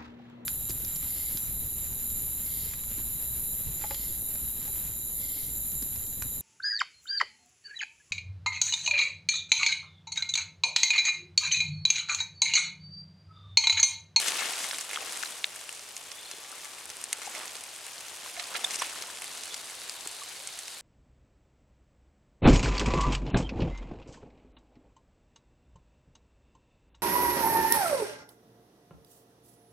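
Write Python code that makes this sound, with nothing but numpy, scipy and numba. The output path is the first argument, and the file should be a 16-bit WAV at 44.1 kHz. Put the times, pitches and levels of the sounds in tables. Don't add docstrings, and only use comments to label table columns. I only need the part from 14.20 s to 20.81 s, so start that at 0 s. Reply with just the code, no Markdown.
import sys
import numpy as np
from scipy import signal
from scipy.fft import rfft, irfft, next_fast_len
from scipy.io import wavfile
from numba import njit

SR = 44100
rng = np.random.default_rng(int(sys.argv[2]) if len(sys.argv) > 2 else 0)


def output_pcm(signal):
    pcm = np.clip(np.atleast_2d(signal).T, -1, 1) * 32767
    wavfile.write(sys.argv[1], SR, np.round(pcm).astype(np.int16))


def how_loud(loudness_db):
    steps = np.asarray(loudness_db, float) / 20
    return 10 ** steps


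N = 291501


def shaped(x, table):
    hz, db = np.transpose(table)
    size = next_fast_len(N + 8192)
    grid = np.maximum(np.arange(4097) * SR / 8192, 1)
    log_gain = np.interp(np.log(grid), np.log(hz), db) * np.log(10) / 20
    cepstrum = irfft(log_gain)
    cepstrum[1:4096] *= 2
    cepstrum[4097:] = 0
    impulse = irfft(np.exp(rfft(cepstrum)))
    return irfft(rfft(x, size) * rfft(impulse, size), size)[..., :N]


@njit
def ring(start, hz, cycles, size, side, turn):
    out = np.zeros((2, N + 8192))
    for k in range(len(start)):
        step = 2 * np.pi * hz[k] / SR
        decay_and_turn = np.exp(1j * step - hz[k] / (cycles[k] * SR))
        z = size[k] * np.exp(1j * turn[k])
        length = min(int(6 * cycles[k] * SR / hz[k]), 8000)
        for i in range(start[k], start[k] + length):
            out[0, i] += z.imag
            out[1, i] += z.imag * side[k]
            z *= decay_and_turn
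    return out[:, :N]


def grains(s, hz, cycles, size, pan_db, scatter, chance):
    side = np.tanh(pan_db * np.log(10) / 40) + scatter * (2 * chance[0] - 1)
    sign = np.sign(chance[1] - .5)
    start = np.clip(s * SR, 0, N - 1).astype(np.int64)
    hz = np.clip(hz, 100., .42 * SR)
    cycles = np.clip(cycles, .2, 9)
    return ring(start.ravel(), hz.ravel(), cycles.ravel(), (size * sign).ravel(), side.ravel(),
                (.5 * chance[2]).ravel())


# pitch_hz, level_db [dB per Hz]
WIND_SPECTRUM = [(15, -50), (25, -49), (76, -6.5), (260, -12), (403, -5.5), (600, -5), (780, -21),
                 (1320, -120)]


def air():
    mid, side = shaped(rng.standard_normal((2, N)), WIND_SPECTRUM + [(1200, -76.5)])
    return how_loud(-64.5) / np.std(mid) * np.array([mid + 0.094 * side, mid - 0.15 * side])


# pitch_hz, level_db [dB per Hz]
HUSH_SPECTRUM = [(180, -20), (300, -11.5), (701, 10), (1390, 5.5), (2880, 8.5), (8790, -4.5), (10900, -16),
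                 (15000, -6), (16000, -23)]


def hush():
    hiss = shaped(rng.standard_normal((2, N)), HUSH_SPECTRUM)
    side_db = -9.0
    return how_loud(-53.5) * hiss / np.std(hiss) * how_loud(np.array([[0], [side_db]]))


def calls(notes):
    out = np.zeros((2, N + SR))
    for s, ms, from_hz, to_hz, db, pan_db in notes:
        samples = ms * SR / 1000
        u = np.arange(int(samples * 2.1)) / samples
        waver = how_loud(4.0 * np.interp(u * ms / 5, np.arange(30), rng.standard_normal(30)))
        shape = np.minimum(u / 0.26, 1) * np.exp(-np.maximum(u - .7, 0) / 0.21) * waver
        blur = 1 + .008 * np.interp(u * ms / 7, np.arange(30), rng.standard_normal(30))
        hz = (from_hz + (to_hz - from_hz) * u) * blur
        tone = np.sin(2 * np.pi * np.cumsum(hz) / SR)
        level = how_loud(db + np.array([[pan_db], [-pan_db]]) / 2)
        at = int(s * SR)
        out[:, at:at + len(u)] += np.sqrt(2) * shape * tone * level
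    return out[:, :N]


def chorus(birds, count):
    from_s, to_s, low_hz, high_hz, db = birds
    when, pitch, strength, drift = rng.random((count, 4)).T
    s = from_s + (to_s - from_s) * when
    hz = low_hz + (high_hz - low_hz) * pitch
    end_hz = hz * (.94 + 0.112 * drift)
    ms = 12 + 18 * strength
    return calls(np.transpose([s, ms, hz, end_hz, db + 5.8 * strength, 7.8 * drift - 5.0]))


# start_s, end_s, low_hz, high_hz, level_db [rms of a note]
DEEP_WOOD_BIRDS = (5, 6.6, 3500, 4911, -66.5)
# start_s, end_s, low_hz, high_hz, level_db [rms of a note]
NEARER_TWITTER = (1.95, 2.25, 3400, 4600, -68)


def songbirds():
    return chorus(DEEP_WOOD_BIRDS, count=1100) + chorus(NEARER_TWITTER, count=40)


# start_s, length_ms, pitch_hz, level_db [rms], left_minus_right_db
CHIRP_NOTES = [(0.511, 8.7, 5500, -37, -10), (1.057, 6, 4070, -37, -3), (1.93, 22, 3350, -55, 14),
               (1.95, 36, 3510, -57, 8), (2.02, 31, 3500, -56, 6), (2.045, 26, 4120, -52, 3.5),
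               (2.1, 50, 3480, -57, 6), (2.16, 22, 3460, -55, 6), (1.89, 80, 1146, -63, 0),
               (2.18, 110, 1160, -63, 6), (2.28, 90, 1170, -60, 0), (2.41, 140, 1170, -61.5, 6),
               (2.56, 87, 1130, -63, 2), (1.98, 30, 3500, -52, 5), (2.055, 32, 3480, -54, 6),
               (2.075, 25, 4370, -52, 3.5), (2.112, 36, 4120, -54, 3.5), (4.17, 20, 700, -47, -2.5),
               (4.2, 21, 712, -48.5, -2.5), (4.19, 16, 3940, -41, -5.5), (5.2, 44, 3520, -60, -7),
               (5.245, 36, 2950, -56, -12), (5.29, 59, 3430, -53, -10), (6.017, 12, 1145, -43.5, -5.5)]


def chirps():
    return calls([(s, ms, hz, hz, db, pan_db) for s, ms, hz, db, pan_db in CHIRP_NOTES])


# start_s, length_ms, pitch_hz [at start], level_db [rms],
# left_minus_right_db
CLUCK_NOTES = [(4.748, 6.5, 956, -45, 2), (4.836, 6.6, 1320, -44.5, 3), (4.886, 6, 1030, -44.5, 2),
               (.758, 4.5, 3420, -35, -1), (.7725, 3.8, 1340, -32.5, 10), (1.032, 3.7, 1630, -40, 14),
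               (1.243, 1.76, 3900, -25, 3), (2.325, 5.1, 1390, -48, 17.5), (2.9285, 2, 4070, -33, 2),
               (3.072, 11.3, 845, -39.5, 4), (4.058, 8.5, 1096, -42, 2), (4.443, 8.4, 3730, -29.5, -11),
               (4.595, 11, 5910, -35, -5.5), (4.619, 4.9, 1085, -30.5, -1)]


def clucks():
    return calls([(s, ms, hz, hz * (1 - 0.07), db, pan_db) for s, ms, hz, db, pan_db in CLUCK_NOTES])


def knocks(table, count, ms, cycles, octaves, db):
    s, peak_db, hz = np.transpose(table)[..., None]
    delay, pitch, side, sign, phase = rng.random((len(table), count, 5)).transpose(2, 0, 1)
    later = np.arange(count) > 0
    own_hz = hz * 2 ** (later * octaves * (pitch - .5))
    size = how_loud(peak_db + db) * np.where(later, .7 * (1 - delay), 1)
    start = s - .5 * cycles / hz + later * delay * ms / 1000
    chance = np.array([side, sign, phase])
    return grains(start, own_hz, cycles + 0 * own_hz, size, 1. 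+ 0 * size, 0.34, chance)


# start_s, level_db [peak], pitch_hz
TOE_TAPS = [(.0035, -41, 610), (.081, -37, 483), (.134, -32, 1000), (.1916, -35, 746), (.222, -31, 1100),
            (.2951, -38, 750), (.305, -40, 420), (.3293, -39, 2600), (.449, -31, 1190), (.5323, -29, 1500),
            (.5445, -31, 2190), (.5455, -25.5, 3800), (.9132, -48, 520), (.9593, -34, 2600),
            (1.0075, -41, 1000), (1.1072, -38, 1570), (1.2435, -30, 2300), (1.2684, -43, 2700),
            (1.3896, -38, 2500), (1.8119, -46, 770), (2.1396, -45, 420), (2.186, -50.5, 450),
            (2.3362, -48, 600), (3.019, -35.5, 1400), (3.1077, -42, 1200), (3.161, -43, 645),
            (3.212, -31, 2100), (3.2571, -37, 1900), (3.285, -37, 3300), (3.294, -34, 3230),
            (3.3561, -43, 496), (3.6699, -39, 1800), (4.0785, -40, 1600), (4.3159, -40, 1000),
            (4.3506, -39, 700), (4.372, -48, 750), (4.386, -42, 750), (4.6217, -41, 750),
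            (4.6355, -33, 1400), (4.6956, -34.5, 1800), (4.7594, -33, 1700), (4.817, -45, 454),
            (4.9004, -35, 1600), (5.1216, -49, 1700), (5.2097, -52, 1700), (5.8001, -43.5, 850),
            (5.856, -47, 437), (5.861, -40, 1300), (5.8635, -43.5, 402), (6.2041, -49, 600),
            (6.2263, -52, 600), (4.4465, -30, 3700), (4.36, -41, 1100), (4.464, -42, 650),
            (1.2428, -30, 1860), (1.244, -30, 3250), (.267, -33, 2500), (.241, -35, 1500),
            (3.235, -41, 1100), (3.078, -42, 700)]


def taps():
    return knocks(TOE_TAPS, count=3, ms=2.5, cycles=1.76, octaves=0.56, db=3.5)


# start_s, level_db [peak], pitch_hz
CRUMB_FLICKS = [(.0005, -18, 8500), (.0017, -25, 4500), (.0165, -24, 7600), (.0851, -22, 8500),
                (.0895, -28, 8500), (.1472, -35, 5500), (.1631, -38, 12500), (.1714, -27, 8800),
                (.1744, -27, 9500), (.1966, -31, 12500), (.2073, -27, 6500), (.3505, -38, 8500),
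                (.4435, -30, 5500), (.5116, -27, 4040), (.5889, -34, 5000), (.5917, -34, 4960),
                (.5971, -37, 5000), (.7046, -31, 4000), (.7124, -32, 13000), (.7471, -30.5, 6000),
                (.8568, -36, 4500), (.9027, -41, 12500), (.9344, -28, 9500), (1.1382, -42, 12500),
                (1.5495, -37, 8800), (1.762, -38, 8800), (1.9538, -41, 12500), (2.4472, -38, 12500),
                (2.6562, -31, 9600), (2.6944, -32, 8200), (2.7014, -40, 13000), (2.769, -29.5, 8900),
                (2.8144, -33, 11000), (2.8403, -25, 9500), (3.099, -30.5, 8000), (3.212, -41, 12000),
                (3.2566, -30, 8500), (3.4751, -40, 11500), (3.7809, -34, 4500), (3.8834, -37, 12500),
                (4.2416, -30.5, 4460), (4.3105, -35, 10500), (4.3549, -31, 3200), (4.3568, -26, 3970),
                (4.3724, -27, 9500), (4.4024, -35, 10000), (4.4429, -27, 8000), (4.5564, -29, 6000),
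                (4.5888, -29, 4500), (4.6242, -24.5, 3460), (4.6639, -29, 8800), (4.6699, -31, 8500),
                (4.7791, -43, 12500), (5.2568, -28, 8800), (5.5526, -30.5, 8860), (5.6963, -27.5, 4850),
                (5.8744, -36, 13000), (5.949, -36, 11000), (6.4, -43, 12500), (1.2427, -30, 6000)]


def flicks():
    return knocks(CRUMB_FLICKS, count=4, ms=1.2, cycles=2.4, octaves=0.6, db=5.5)


# pitch_hz, level_db [dB per Hz]
LEAF_COLOUR = [(120, -27.5), (200, -12), (482, -3), (558, -4), (709, -0.5), (1680, -1), (2020, -1),
               (2960, 0), (4520, -1), (8580, 1), (10500, -2.5), (15100, -17), (16000, -12)]


def leaf_colour_db(hz):
    table_hz, table_db = np.transpose(LEAF_COLOUR)
    return np.interp(np.log(hz), np.log(table_hz), table_db)


# start_s, level_db [peak], pitch_hz, left_minus_right_db, bright_part_db
STEM_BREAKS = [(0.0017, -19.5, 2930, 6, -5), (0.329, -34, 2800, 17, -8), (0.5113, -11.5, 3070, -4, -17),
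               (0.7124, -18, 2710, -3, -13), (0.7322, -14.5, 2230, -3, -6.5), (0.7602, -16.5, 3060, 0, -13),
               (0.7755, -28, 1250, -3, -26), (1.0341, -14, 1620, 12, -22), (1.0586, -22, 4090, -7, -6.5),
               (1.2425, -5, 2940, 2, -30), (1.4921, -18.5, 2890, 10, -6), (2.455, -23, 2340, 13, -4),
               (3.3545, -21.5, 4560, 3, -3), (4.0626, -22, 1040, -1, -13), (4.1973, -15.5, 3960, -11, -27),
               (4.3638, -18, 3800, -9, -8), (4.4465, -27, 3550, -5.5, 7), (4.5427, -17, 2790, 1, -10),
               (4.5889, -27, 4050, -2.5, -13.5), (4.6205, -13, 875, -1, -7), (4.6476, -19, 3010, 0.5, -26),
               (5.021, -20, 2990, 1.5, 1.5), (5.2784, -27, 1510, -3, 3.5), (5.6174, -27, 4350, -3, -7)]
# start_s, level_db [peak], pitch_hz, dull_part_db
LEFT_BIRD_TICKS = [(0.0164, -12.5, 8010, -16), (0.0827, -12, 6980, 2), (0.2072, -12.5, 8100, -17.5),
                   (0.3177, -31, 8010, -11.5), (0.4429, -17, 5470, -3), (0.5846, -17, 8230, -3),
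                   (0.6929, -19, 7670, -11.5), (1.0278, -19.5, 5670, 0), (2.1137, -17, 6800, -23),
                   (2.4469, -23, 6330, -11), (2.584, -26.5, 3960, -2), (2.6941, -39, 7840, -17),
                   (2.8404, -15, 8900, -41), (2.9294, -8, 9400, -10), (3.438, -21, 8400, -20),
                   (3.4662, -25, 7710, -10), (3.6661, -23, 9170, -4), (3.682, -19.5, 8870, -25.5),
                   (3.8833, -23, 6720, -18), (4.5585, -15, 6800, -23), (4.8232, -18.5, 5460, -4),
                   (4.9722, -23.5, 4520, -17), (5.0792, -20, 6160, -3.5), (5.1502, -20, 8700, -20),
                   (5.1745, -22, 7280, -14), (5.3433, -16.5, 4800, -21), (5.6961, -20, 6460, -27),
                   (5.8741, -14, 9300, -28), (5.9214, -31, 8140, -19), (5.9666, -26, 8440, -14)]
# start_s, level_db [peak], pitch_hz, dull_part_db
RIGHT_BIRD_TICKS = [(0.6103, -14, 7400, -24), (0.6226, -31, 8870, -15), (0.9234, -18, 8310, -18),
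                    (0.973, -19, 9000, -27), (1.3602, -17, 1810, -16), (1.5271, -22, 6760, -20),
                    (1.5625, -26.5, 8310, -19), (1.5942, -23, 6750, -26), (1.7663, -16.5, 6760, -18),
                    (1.917, -19, 5560, -11), (2.359, -30, 8100, -13), (2.3813, -21, 8840, -21),
                    (2.6559, -23.5, 9150, -25), (2.7016, -20, 6100, -23), (2.8144, -19.5, 9300, -28),
                    (2.8263, -22, 8480, -15), (3.3676, -23, 6800, -19.5), (3.4528, -30, 7800, -14),
                    (3.8073, -25, 4610, -14.5), (4.5084, -18, 5940, -6), (4.5987, -21, 5540, -25),
                    (5.0432, -14, 8160, -16), (5.2354, -20.5, 5760, -26), (5.4987, -23.5, 5680, -18),
                    (5.914, -23, 7320, -21), (6.0353, -20, 8960, -20), (6.2737, -16, 8440, -27),
                    (6.289, -26, 3750, -17), (6.3899, -18, 8640, -16), (6.4815, -20, 6760, -7)]


def all_breaks():
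    stem_dull_db, tick_bright_db = -5.5, -5
    left_pan_db, right_pan_db = 4, -2.5
    rows = [(s, db, hz, pan_db, stem_dull_db, bright_db) for s, db, hz, pan_db, bright_db in STEM_BREAKS]
    for table, pan_db in ((LEFT_BIRD_TICKS, left_pan_db), (RIGHT_BIRD_TICKS, right_pan_db)):
        rows += [(s, db, hz, pan_db, dull_db, tick_bright_db) for s, db, hz, dull_db in table]
    return np.array(rows)


def snaps(count, ms, cycles, delay_ms, ring_db, follow_db):
    s, db, hz, pan_db, dull_db, bright_db = all_breaks().T[..., None]
    wait, pitch, phase, loud, length, side = rng.random((len(s), count, 6)).transpose(2, 0, 1)
    part = np.arange(count) % 3
    first = np.arange(count) < 3
    phase, length = np.where(first, .6, phase), np.where(first, .6, length)
    late = np.where(first, 0.026 * wait, wait)
    near_ring = hz * 2 ** np.where(first, 0, 0.3 * (pitch - .5))
    place = np.where(first, 0.49 + 0.43 * pitch, pitch)
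    own_hz = np.choose(part, [near_ring, 1700 * 3.0 ** place, 6500 * 1.77 ** place])
    own_db = ring_db + np.where(hz < 3500, np.minimum(dull_db + 0.5, 0), 0)
    part_db = np.choose(part, [own_db, dull_db - 6.5, bright_db + 3.0])
    shape = np.where(first, 1, how_loud(follow_db) * loud * np.exp(-2.5 * late))
    size = how_loud(db + part_db - leaf_colour_db(own_hz)) * shape
    start = s + (delay_ms + late * ms) / 1000
    return grains(start, own_hz, cycles * (.5 + length), size, pan_db, 0.25, np.array([side, length, phase]))


# start_s, level_db [peak], pitch_hz [centre], left_minus_right_db, length_ms
HEAP_CRUNCHES = [(.068, -12, 5540, 6, 25.7), (.18, -21, 2510, 6, 39), (0.425, -18, 6430, 6, 47),
                 (0.694, -29.5, 3260, -4, 32), (0.731, -25.5, 3450, -6.5, 34), (3.013, -29, 3600, 8.5, 21),
                 (3.044, -23, 7260, 7, 27), (3.14, -27, 3600, -5.5, 44), (4.163, -32, 2000, -5, 18.6),
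                 (4.193, -27, 3450, -10, 17.3), (4.342, -23, 2040, -9, 35), (4.362, -21, 8900, 4, 20),
                 (4.4415, -22, 5100, -5.5, 9.6), (4.508, -23, 6640, 4, 23), (4.531, -16.5, 7200, 4.5, 28),
                 (4.585, -25, 5530, 0.5, 24), (4.612, -26, 1930, -9, 20.5), (4.637, -29.5, 3000, -1, 37),
                 (5.34, -28.5, 6550, 2, 11), (0.201, -21, 2180, 4, 97), (.385, -18, 8000, -2, 60)]


def crunches(count, swell, fade, cycles, follow_db):
    s, db, hz, pan_db, ms = np.transpose(HEAP_CRUNCHES)[..., None]
    bits = rng.random((len(HEAP_CRUNCHES), count, 6)).transpose(2, 0, 1)
    late, pitch, phase, loud, length, side = bits
    octaves = 0.94 * 2 * (pitch + phase - 1)
    own_hz = np.clip(hz * 2 ** octaves, 300., 15000.)
    shape = loud ** 1.54 * np.minimum(late / swell, 1) * np.exp(-fade * late)
    size = how_loud(db + follow_db - leaf_colour_db(hz)) * shape * (own_hz / hz) ** 0.67
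    start = s + late * ms / 1000
    return grains(start, own_hz, cycles * (.5 + length), size, pan_db, 0.26, np.array([side, length, phase]))


def trunks(x, t60_s, db):
    t = np.arange(int(.12 * SR)) / SR
    decay = np.exp(-np.log(1000) * t / t60_s) * np.minimum(t / 0.00019, 1)
    haze = rng.standard_normal((2, len(t))) * decay
    haze = haze / np.sqrt(np.sum(haze[0] ** 2))
    return how_loud(db) * signal.fftconvolve(x[None], haze, axes=1)[:, :N]


# start_s, effort_db, depth_db [how deep the feet dig],
# left_minus_right_db
SCRATCHING = [(0.0, 21, -20, 4), (0.03, 14, -7, 2), (0.26, 9, -1.5, 1.5), (0.51, 7.5, -4, 0.5),
              (0.64, 3, -3, -0.5), (0.76, 3, 3, 0), (1.0, 5.5, -2.5, 1), (1.24, 0, -0.5, 0.5),
              (1.62, -2, -2.5, -0.5), (2.6, -2.5, 2, 1.5), (2.9, -2.5, 2, 0), (3.2, 1.5, 4, -2.5),
              (3.42, -1, -1.5, 0.5), (4.12, 1, -1, -0.5), (4.36, 1.5, 4, 0), (4.62, 6.5, -3, -0.5),
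              (4.88, 1, 0.5, 0), (6.61, 0, -3.5, 0)]
LEAF_SIZE_HZ = (800, 3260, 8500)
# rest_db, effort_slope [dB per dB], depth_slope [dB per dB]
LEAF_ANSWERS = [
    (-0.23, 1.5252, 1.43),
    (1.6, 1.2141, 0.38),
    (-0.9, 0.82, 0.02),
]


def crackle(count, order, smear_ms, uneven_db, kin, cycles, db, least=0):
    when, hardness, leaf_side, leaf_small = rng.random((count, 4)).T[..., None]
    late, kinship, side, sign, length = rng.random((count, order, 5)).transpose(2, 0, 1)
    s = when * N / SR + smear_ms / 1000 * late ** 2
    small = abs((leaf_small + kin * (kinship - .5) + 1) % 2 - 1)
    small = least + (1 - least) * small
    hz = (13 + 109 * small) ** 2
    stir_s, *stir_columns = np.transpose(SCRATCHING)
    effort_db, depth_db, pan_db = (np.interp(s, stir_s, column) for column in stir_columns)
    place = np.interp(np.log(hz), np.log(LEAF_SIZE_HZ), (0, 1, 2))
    stir_db = 0
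    for k, (rest_db, by_effort, by_depth) in enumerate(LEAF_ANSWERS):
        share = np.maximum(1 - abs(place - k), 0)
        stir_db = stir_db + share * (rest_db + by_effort * effort_db + by_depth * depth_db)
    hard_db = -uneven_db * np.log(0.13 + hardness) - 6.1 * late ** 2
    size = how_loud(stir_db + hard_db + db) * (hz / 3000) ** .75
    chance = np.array([0.66 * leaf_side + 0.43 * side, sign, 9 * length])
    return grains(s, hz, cycles * (.5 + length), size, pan_db, 0.75, chance)


def without_bass(x, cut_hz):
    return signal.sosfilt(signal.butter(2, cut_hz, "high", fs=SR, output="sos"), x)


# pitch_hz, side_minus_mid_db
PORT_WIDTH = [(60, -17), (110, -21), (200, -18), (380, -12), (700, -9.5), (1290, -7), (2380, -8),
              (4400, -6), (8120, -9), (15000, -14.5)]


def stereo_ports(mid, side):
    side = shaped(side, PORT_WIDTH) * how_loud(8.5)
    return np.array([mid + side, mid - side])


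def scene():
    breaks = snaps(count=15, ms=4.9, cycles=1.0, delay_ms=-.15, ring_db=-1.5, follow_db=-1)
    breaks = breaks + crunches(count=120, swell=0.24, fade=1.21, cycles=1.44, follow_db=0.0)
    breaks = breaks + trunks(breaks[0], t60_s=0.017, db=-3) * np.array([[1], [.4]])
    breaks = without_bass(breaks, 750)
    far = crackle(count=12000, order=6, smear_ms=14., uneven_db=1.23, kin=1.5, cycles=1.16, db=-44.0)
    near = crackle(count=1000, order=8, smear_ms=2.2, uneven_db=4.0, kin=0.596, cycles=1.0, db=-43.0)
    crumbs = crackle(count=600, order=5, smear_ms=1.5, uneven_db=2.0, kin=0.56, cycles=1.45, db=-41.5,
                     least=0.64)
    litter = shaped(far + near + crumbs + breaks, LEAF_COLOUR)
    feet = without_bass(flicks() + taps(), 220)
    mid, side = litter + hush() + feet
    birds = chirps() + clucks() + songbirds()
    return stereo_ports(mid, side) + birds + air()


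def low_pass(x):
    return signal.sosfilt(signal.butter(12, 15900, fs=SR, output="sos"), x)


def record(dry):
    cut = signal.sosfilt(signal.ellip(8, .2, 25, 15900, fs=SR, output="sos"), dry)
    return low_pass(cut)


dry = scene()
out = record(dry)
output_pcm(out)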